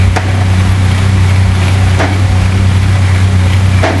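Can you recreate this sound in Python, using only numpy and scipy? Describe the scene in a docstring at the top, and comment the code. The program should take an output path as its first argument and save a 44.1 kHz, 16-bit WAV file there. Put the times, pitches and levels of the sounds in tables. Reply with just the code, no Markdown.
"""A hydraulic hammer drives a concrete pile at night, heard through one microphone on the site.
The ram lands three times, once with a light rebound: it cracks, the pile rings, the rig's frame booms.
Beside it, the six-cylinder diesel that powers it drones, knocks and clatters while its governor hunts;
the cooling fan roars behind. The blows make the recorder's limiter duck the engine."""
import sys
import numpy as np
from scipy import signal
from scipy.fft import rfft, irfft
from scipy.io import wavfile
from scipy.ndimage import uniform_filter1d

SR = 44100
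rng = np.random.default_rng(int(sys.argv[2]) if len(sys.argv) > 2 else 0)


def int16_out(signal):
    """Quantize to a 16-bit WAV file."""
    q = np.round(np.clip(np.atleast_2d(signal).T, -1, 1) * 32767)
    wavfile.write(sys.argv[1], SR, q.astype(np.int16))


N = 176400

# Three blows and a rebound at the microphone: t/s, crack/dB, clank/dB, clank rise/s, clank hold/s,
# clank t60/s, tail/dB, thump/dB, boom/dB, boom delay/s
BLOWS = [(0.162, -4.5, -2.5, 0.0068, 0.012, 0.084, -13, -4, -20, 0.092),
         (0.41, -36, -20, 0.0078, 0.012, .1, -31.5, -27, -50, 0.087),
         (1.991, -13.5, -8, 0.01, 0.059, 0.25, -19, -10.5, -16, 0.137),
         (3.827, -24, -1.5, 0.017, 0.038, 0.26, -13, -20, -6.5, 0.071)]
# Resonances of the pile and its helmet: f/Hz, width/Hz, level/dB
PILE_MODES = [(287, 29, 1.5), (480, 160, -11.5), (658, 22, -5), (735, 133, 1), (876, 83, -4.5),
              (1061, 76, -14), (1650, 200, -12), (1850, 450, -11.5)]
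# Crack of the ram: f/Hz, level/dB
CRACK_SPECTRUM = [(80, -65), (250, 22.5), (900, -3), (1500, 8.5), (2600, 0), (6000, -2), (11000, -9)]
# Splash, the crack scattered and dulled by the rig: f/Hz, level/dB
SPLASH_SPECTRUM = [(90, -55), (280, 17), (550, 9.5), (1000, 7.5), (1900, 8.5), (2700, -0.5), (6000, -10),
                   (11000, -26)]
# Colour of the pile's lasting ring: f/Hz, level/dB
TAIL_SPECTRUM = [(200, -19), (500, 1.5), (750, 2.5), (1000, -1), (2000, 5.5)]
# Thump and boom of the rig's frame: f/Hz, level/dB
FRAME_SPECTRUM = [(70, -54), (160, -3.5), (230, -1), (310, -0.5), (400, -10), (600, -23), (1500, -70)]
def hammer_blow(crack_db, clank_db, rise_s, hold_s, t60, tail_db, thump_db, boom_db, boom_s):
    """The ram cracks onto the pile, which clanks and rings on; the frame thumps, then booms."""
    splash_db, thump_rise_s, boom_rise_s = -2, 0.0095, 0.016
    t = np.arange(SR) / SR
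    pile_noise, splash_noise, crack_noise, frame_noise = rng.standard_normal((4, SR))
    crack = colour(crack_noise, CRACK_SPECTRUM) * fade(t, t60=0.08)
    ring = unit(sum(amp(db) * unit(resonate(pile_noise, hz, width)) for hz, width, db in PILE_MODES))
    body = ring + amp(splash_db) * colour(splash_noise, SPLASH_SPECTRUM)
    attack = np.minimum(t / rise_s, 1)
    clank = body * attack * fade(np.maximum(t - hold_s, 0), t60)
    tail = colour(body, TAIL_SPECTRUM) * attack * fade(t, t60=0.97)
    thump = np.minimum(t / thump_rise_s, 1) * fade(t, t60=0.077)
    boom_attack = np.clip(1 + (t - boom_s) / boom_rise_s, 0, 1)
    boom = boom_attack * fade(np.maximum(t - boom_s, 0), t60=0.54)
    frame = colour(frame_noise, FRAME_SPECTRUM) * (amp(thump_db) * thump + amp(boom_db) * boom)
    return amp(crack_db) * crack + amp(clank_db) * clank + amp(tail_db) * tail + frame


# Firing rate of the diesel, hunting about three times a second: t/s, f/Hz
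FIRING_RATE = [(0.0, 95.0), (0.1, 92.2), (0.39, 96.1), (0.56, 92.5), (0.75, 96.0), (0.9, 92.2),
               (1.09, 96.0), (1.25, 92.9), (1.45, 95.4), (1.61, 91.1), (1.77, 95.3), (1.93, 92.7),
               (2.08, 93.2), (2.22, 96.3), (2.38, 92.4), (2.58, 95.8), (2.76, 92.6), (2.93, 95.8),
               (3.12, 92.8), (3.29, 95.4), (3.46, 91.3), (3.63, 95.4), (3.78, 92.9), (4.0, 93.5)]
# Slight swells of clatter and fan hiss at the microphone: t/s, level/dB
TREBLE_LEVEL = [(0, 1), (.4, -1), (1.0, 1), (1.45, 0), (1.7, 1), (2.2, 0.5), (2.7, -0.5), (3.3, 0.5),
                (3.7, 0), (4, 0.5)]
def diesel():
    """The engine beside the hammer: when it slows, the governor adds fuel, so clatter and hiss swell."""
    fuel_db_per_hz, fuel_lag_s, hiss_share = 1.7, 0.05, 0.31
    t = np.arange(N) / SR
    firing_hz = np.interp(t, *np.transpose(FIRING_RATE))
    firings = np.cumsum(firing_hz) / SR
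    slowdown_hz = firing_hz.mean() - np.interp(t - fuel_lag_s, t, firing_hz)
    fuel_db = fuel_db_per_hz * slowdown_hz
    treble_db = np.interp(t, *np.transpose(TREBLE_LEVEL))
    return (housing_rumble() + exhaust(firings) + knock(firings)
            + amp(fuel_db + treble_db) * clatter(firings) + fan(hiss_share * fuel_db + treble_db))


# Exhaust tones, the third order being the firing rate: multiple of shaft speed, level/dB
EXHAUST_ORDERS = [(2, -22), (3, 2), (4, -44), (5, -19.5), (6, -11.5), (7, -24.5), (8, -21.5), (9, -27),
                  (10, -31), (12, -31), (13, -27.5), (14, -40), (16.5, -30), (18, -29), (22.5, -29)]
# Swells of the firing tone: t/s, level/dB
DRONE_LEVEL = [(0, 4), (.35, -0.9), (.6, 0.5), (1.0, 0), (1.4, 2.1), (1.7, -0.5), (1.95, 1), (2.35, 0.5),
               (3.0, 0.6), (3.4, 2.5), (3.8, 1)]
# The drone chugs and flutters at these rates: f/Hz, width/Hz, level/dB
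CHUG_BANDS = [(29.64, 2.5, -4), (34.47, 5.2, 0), (8.7, 4.2, -2)]
def exhaust(firings, level_db=-6.5, chug_depth=0.23, firing_waver=0.04, tone_waver=0.35):
    """The exhaust drones: a strong, chugging firing tone among weaker whole and half shaft orders."""
    firings_per_turn = 3
    shaft_turns = firings / firings_per_turn
    chug = unit(sum(amp(db) * unit(resonate(rng.standard_normal(N), hz, width))
                    for hz, width, db in CHUG_BANDS))
    drone = amp(np.interp(np.arange(N) / SR, *np.transpose(DRONE_LEVEL)))
    tones = np.zeros(N)
    for order, db in EXHAUST_ORDERS:
        wander = (drift(rate_hz=3.8) + 1j * drift(rate_hz=2.8)) / np.sqrt(2)  # in level and phase
        if order == firings_per_turn:
            envelope = drone * (1 + firing_waver * wander + chug_depth * chug)
        else:
            envelope = 1 + tone_waver * wander
        phase = 2 * np.pi * (order * shaft_turns + rng.random())
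        tones += amp(db) * (envelope * np.exp(1j * phase)).real
    return amp(level_db) * unit(tones)


# Strength of each cylinder, in firing order: level/dB
CYLINDER_LEVELS = [-5.5, -2.5, 2, -0.5, -6.5, -0.5]
# The engine block's answer to a firing: f/Hz, level/dB
BLOCK_SPECTRUM = [(150, -15), (240, -5), (400, 6), (600, -17), (780, -3), (1100, -5), (2200, 4.5),
                  (3500, -30), (8000, -39)]
def knock(firings, level_db=-29):
    """Each cylinder strikes the block with a short ring of its own."""
    count = np.floor(firings).astype(int)
    hits = np.diff(count, prepend=0)
    t = np.arange(SR // 10) / SR
    knocks = np.zeros(N)
    for cylinder, db in enumerate(CYLINDER_LEVELS):
        ring = rng.standard_normal(len(t)) * fade(t, t60=0.19)
        own_hits = hits * (count % len(CYLINDER_LEVELS) == cylinder)
        knocks += amp(db) * signal.fftconvolve(own_hits, ring)[:N]
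    return amp(level_db) * colour(knocks, BLOCK_SPECTRUM)


# Injector and valve clatter: f/Hz, level/dB
CLATTER_SPECTRUM = [(400, 5), (1000, -2), (1600, 1.5), (2300, 6.5), (2750, 1), (3400, -0.5), (5000, -10.5),
                    (8000, -20), (11000, -9.5)]
def clatter(firings, level_db=-26.5, scatter_db=3.5, decay_periods=0.94):
    """Injectors and valves give a bright burst of noise at every firing."""
    count = np.floor(firings).astype(int)
    cylinder_db = np.array(CYLINDER_LEVELS)[count % len(CYLINDER_LEVELS)]
    burst_db = cylinder_db + scatter_db * np.tanh(rng.standard_normal(N))[count]
    bursts = amp(burst_db) * np.exp(-(firings % 1) / decay_periods) * rng.standard_normal(N)
    return amp(level_db) * colour(patchy(bursts), CLATTER_SPECTRUM)


# Low throbs under the drone: t/s, level/dB
THROBS = [(.095, -4), (.5, -14), (.69, -9), (1.2, -9.5), (1.49, -6), (1.87, -10), (2.31, -6), (2.44, -7.5),
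          (2.6, -12), (2.94, -15), (3.22, -21), (3.48, -11)]
def throb(hz=61.5, half_length_s=0.034):
    """A low tone swells briefly under the drone and beats with it."""
    t = np.arange(N) / SR
    swells = sum(amp(db) * np.exp(-((t - s) / half_length_s) ** 2) for s, db in THROBS)
    return swells * np.sin(2 * np.pi * (hz * t + rng.random()))


# Air through the cooling fan: f/Hz, level/dB
FAN_SPECTRUM = [(150, -5), (280, -1), (400, -5.5), (560, -6), (730, -2.5), (1000, -2.5), (1400, -5.5),
                (2300, -9.5), (2800, -9.5), (3600, -11), (5500, -16.5), (8000, -19.5), (11000, -23.5)]
def fan(hiss_db, level_db=-21.5, hiss_from_hz=490):
    """Behind the engine, turbulent air makes a patchy roar under a smooth hiss that swells and sinks."""
    air = colour(rng.standard_normal(N), FAN_SPECTRUM)
    roar = signal.sosfiltfilt(signal.butter(2, hiss_from_hz, fs=SR, output="sos"), air)
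    hiss = air - roar
    return amp(level_db) * (patchy(roar) + amp(hiss_db) * hiss)


# Rumble of the machine's housing: f/Hz, level/dB
HOUSING_SPECTRUM = [(12, 3), (30, -1), (48, -0.5), (60, 3), (76, -27), (105, 8.5), (122, 10.5), (145, 0),
                    (200, 2.5), (285, -8.5), (360, -13.5), (700, -45)]
def housing_rumble(level_db=-21):
    """The housing vibrates with a steady, low noise."""
    return amp(level_db) * colour(rng.standard_normal(N), HOUSING_SPECTRUM)


# Housing panels that the engine keeps ringing: f/Hz, width/Hz, level/dB
PANEL_MODES = [(289, 54, -0.5), (379.6, 13.6, -1.5), (406.3, 10, -4), (554, 27, -1), (757.4, 33, -0.5),
               (1966, 120, -0.5), (2297, 170, 1.5)]
def panels(level_db=-28.5, swell_db=3):
    """Sheet-metal panels, shaken at random, ring faintly in the background in short swells."""
    shake = rng.standard_normal(N)
    rings = sum(amp(db + swell_db * drift(rate_hz=6.2)) * unit(resonate(shake, hz, width))
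                for hz, width, db in PANEL_MODES)
    return amp(level_db) * unit(rings)


def amp(db):
    """Decibels to gain."""
    return 10 ** (np.asarray(db) / 20)


def unit(x):
    """Scales to rms 1."""
    return x / np.sqrt(np.mean(x ** 2) + 1e-20)


def colour(x, spectrum):
    """Filters x by a spectrum table of relative levels; rms 1."""
    table_hz, table_db = np.transpose(spectrum)
    hz = np.fft.rfftfreq(len(x), 1 / SR)
    db = np.interp(np.log(hz + 1), np.log(table_hz + 1), table_db)
    return unit(irfft(rfft(x) * amp(db), len(x)))


def drift(rate_hz):
    """Slow random wander of rms 1."""
    hz = np.fft.rfftfreq(N, 1 / SR)
    return unit(irfft(rfft(rng.standard_normal(N)) * (hz > 0) / (1 + (hz / rate_hz) ** 4), N))


def patchy(x, depth_db=3.5):
    """Lets narrow bands of a sound swell and sink at random."""
    bands = signal.stft(x, nperseg=1024)[2]
    patches = uniform_filter1d(rng.standard_normal(bands.shape), size=8, axis=0)  # across frequency
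    patches = unit(uniform_filter1d(patches, size=7, axis=1))  # across time
    return signal.istft(bands * amp(depth_db * patches))[1][:N]


def resonate(x, hz, width_hz):
    """One resonance, applied twice for steep sides."""
    radius = np.exp(-np.pi * width_hz / SR)
    pole = radius * np.exp(2j * np.pi * hz / SR)
    return signal.lfilter([(1 - radius) ** 2], [1, -2 * pole, pole ** 2], x).real


def fade(t, t60):
    """Exponential decay from t = 0, falling 60 dB in t60 seconds."""
    return (t >= 0) * np.exp(-np.log(1000) * np.maximum(t, 0) / t60)


def scene():
    """The hammer and the diesel beside it, at one microphone."""
    mix = diesel() + throb() + panels()
    for start_s, *settings in BLOWS:
        blow = hammer_blow(*settings)
        span = mix[round(start_s * SR):][:len(blow)]
        span += blow[:len(span)]
    return mix[None]


def record(dry, limit_db=-0.49, attack_s=0.002, recover_s=0.11, cutoff_hz=11500):
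    """The microphone feeds a peak limiter that recovers fastest when ducked deepest, then a low-pass."""
    mic = dry[0]
    over_db = np.maximum(20 * np.log10(abs(mic) + 1e-9) - limit_db, 1e-9)
    fall = np.arange(N) / SR / recover_s
    held_db = np.exp(np.maximum.accumulate(np.log(over_db) + fall) - fall)  # each peak decays away
    duck_db = uniform_filter1d(held_db, int(attack_s * SR))
    limited = np.clip(mic * amp(-duck_db), -1, 1)
    lowpass = signal.firwin(301, cutoff_hz, window=("kaiser", 9), fs=SR)
    return signal.fftconvolve(limited, lowpass, "same")[None]


dry = scene()
out = record(dry)
int16_out(out)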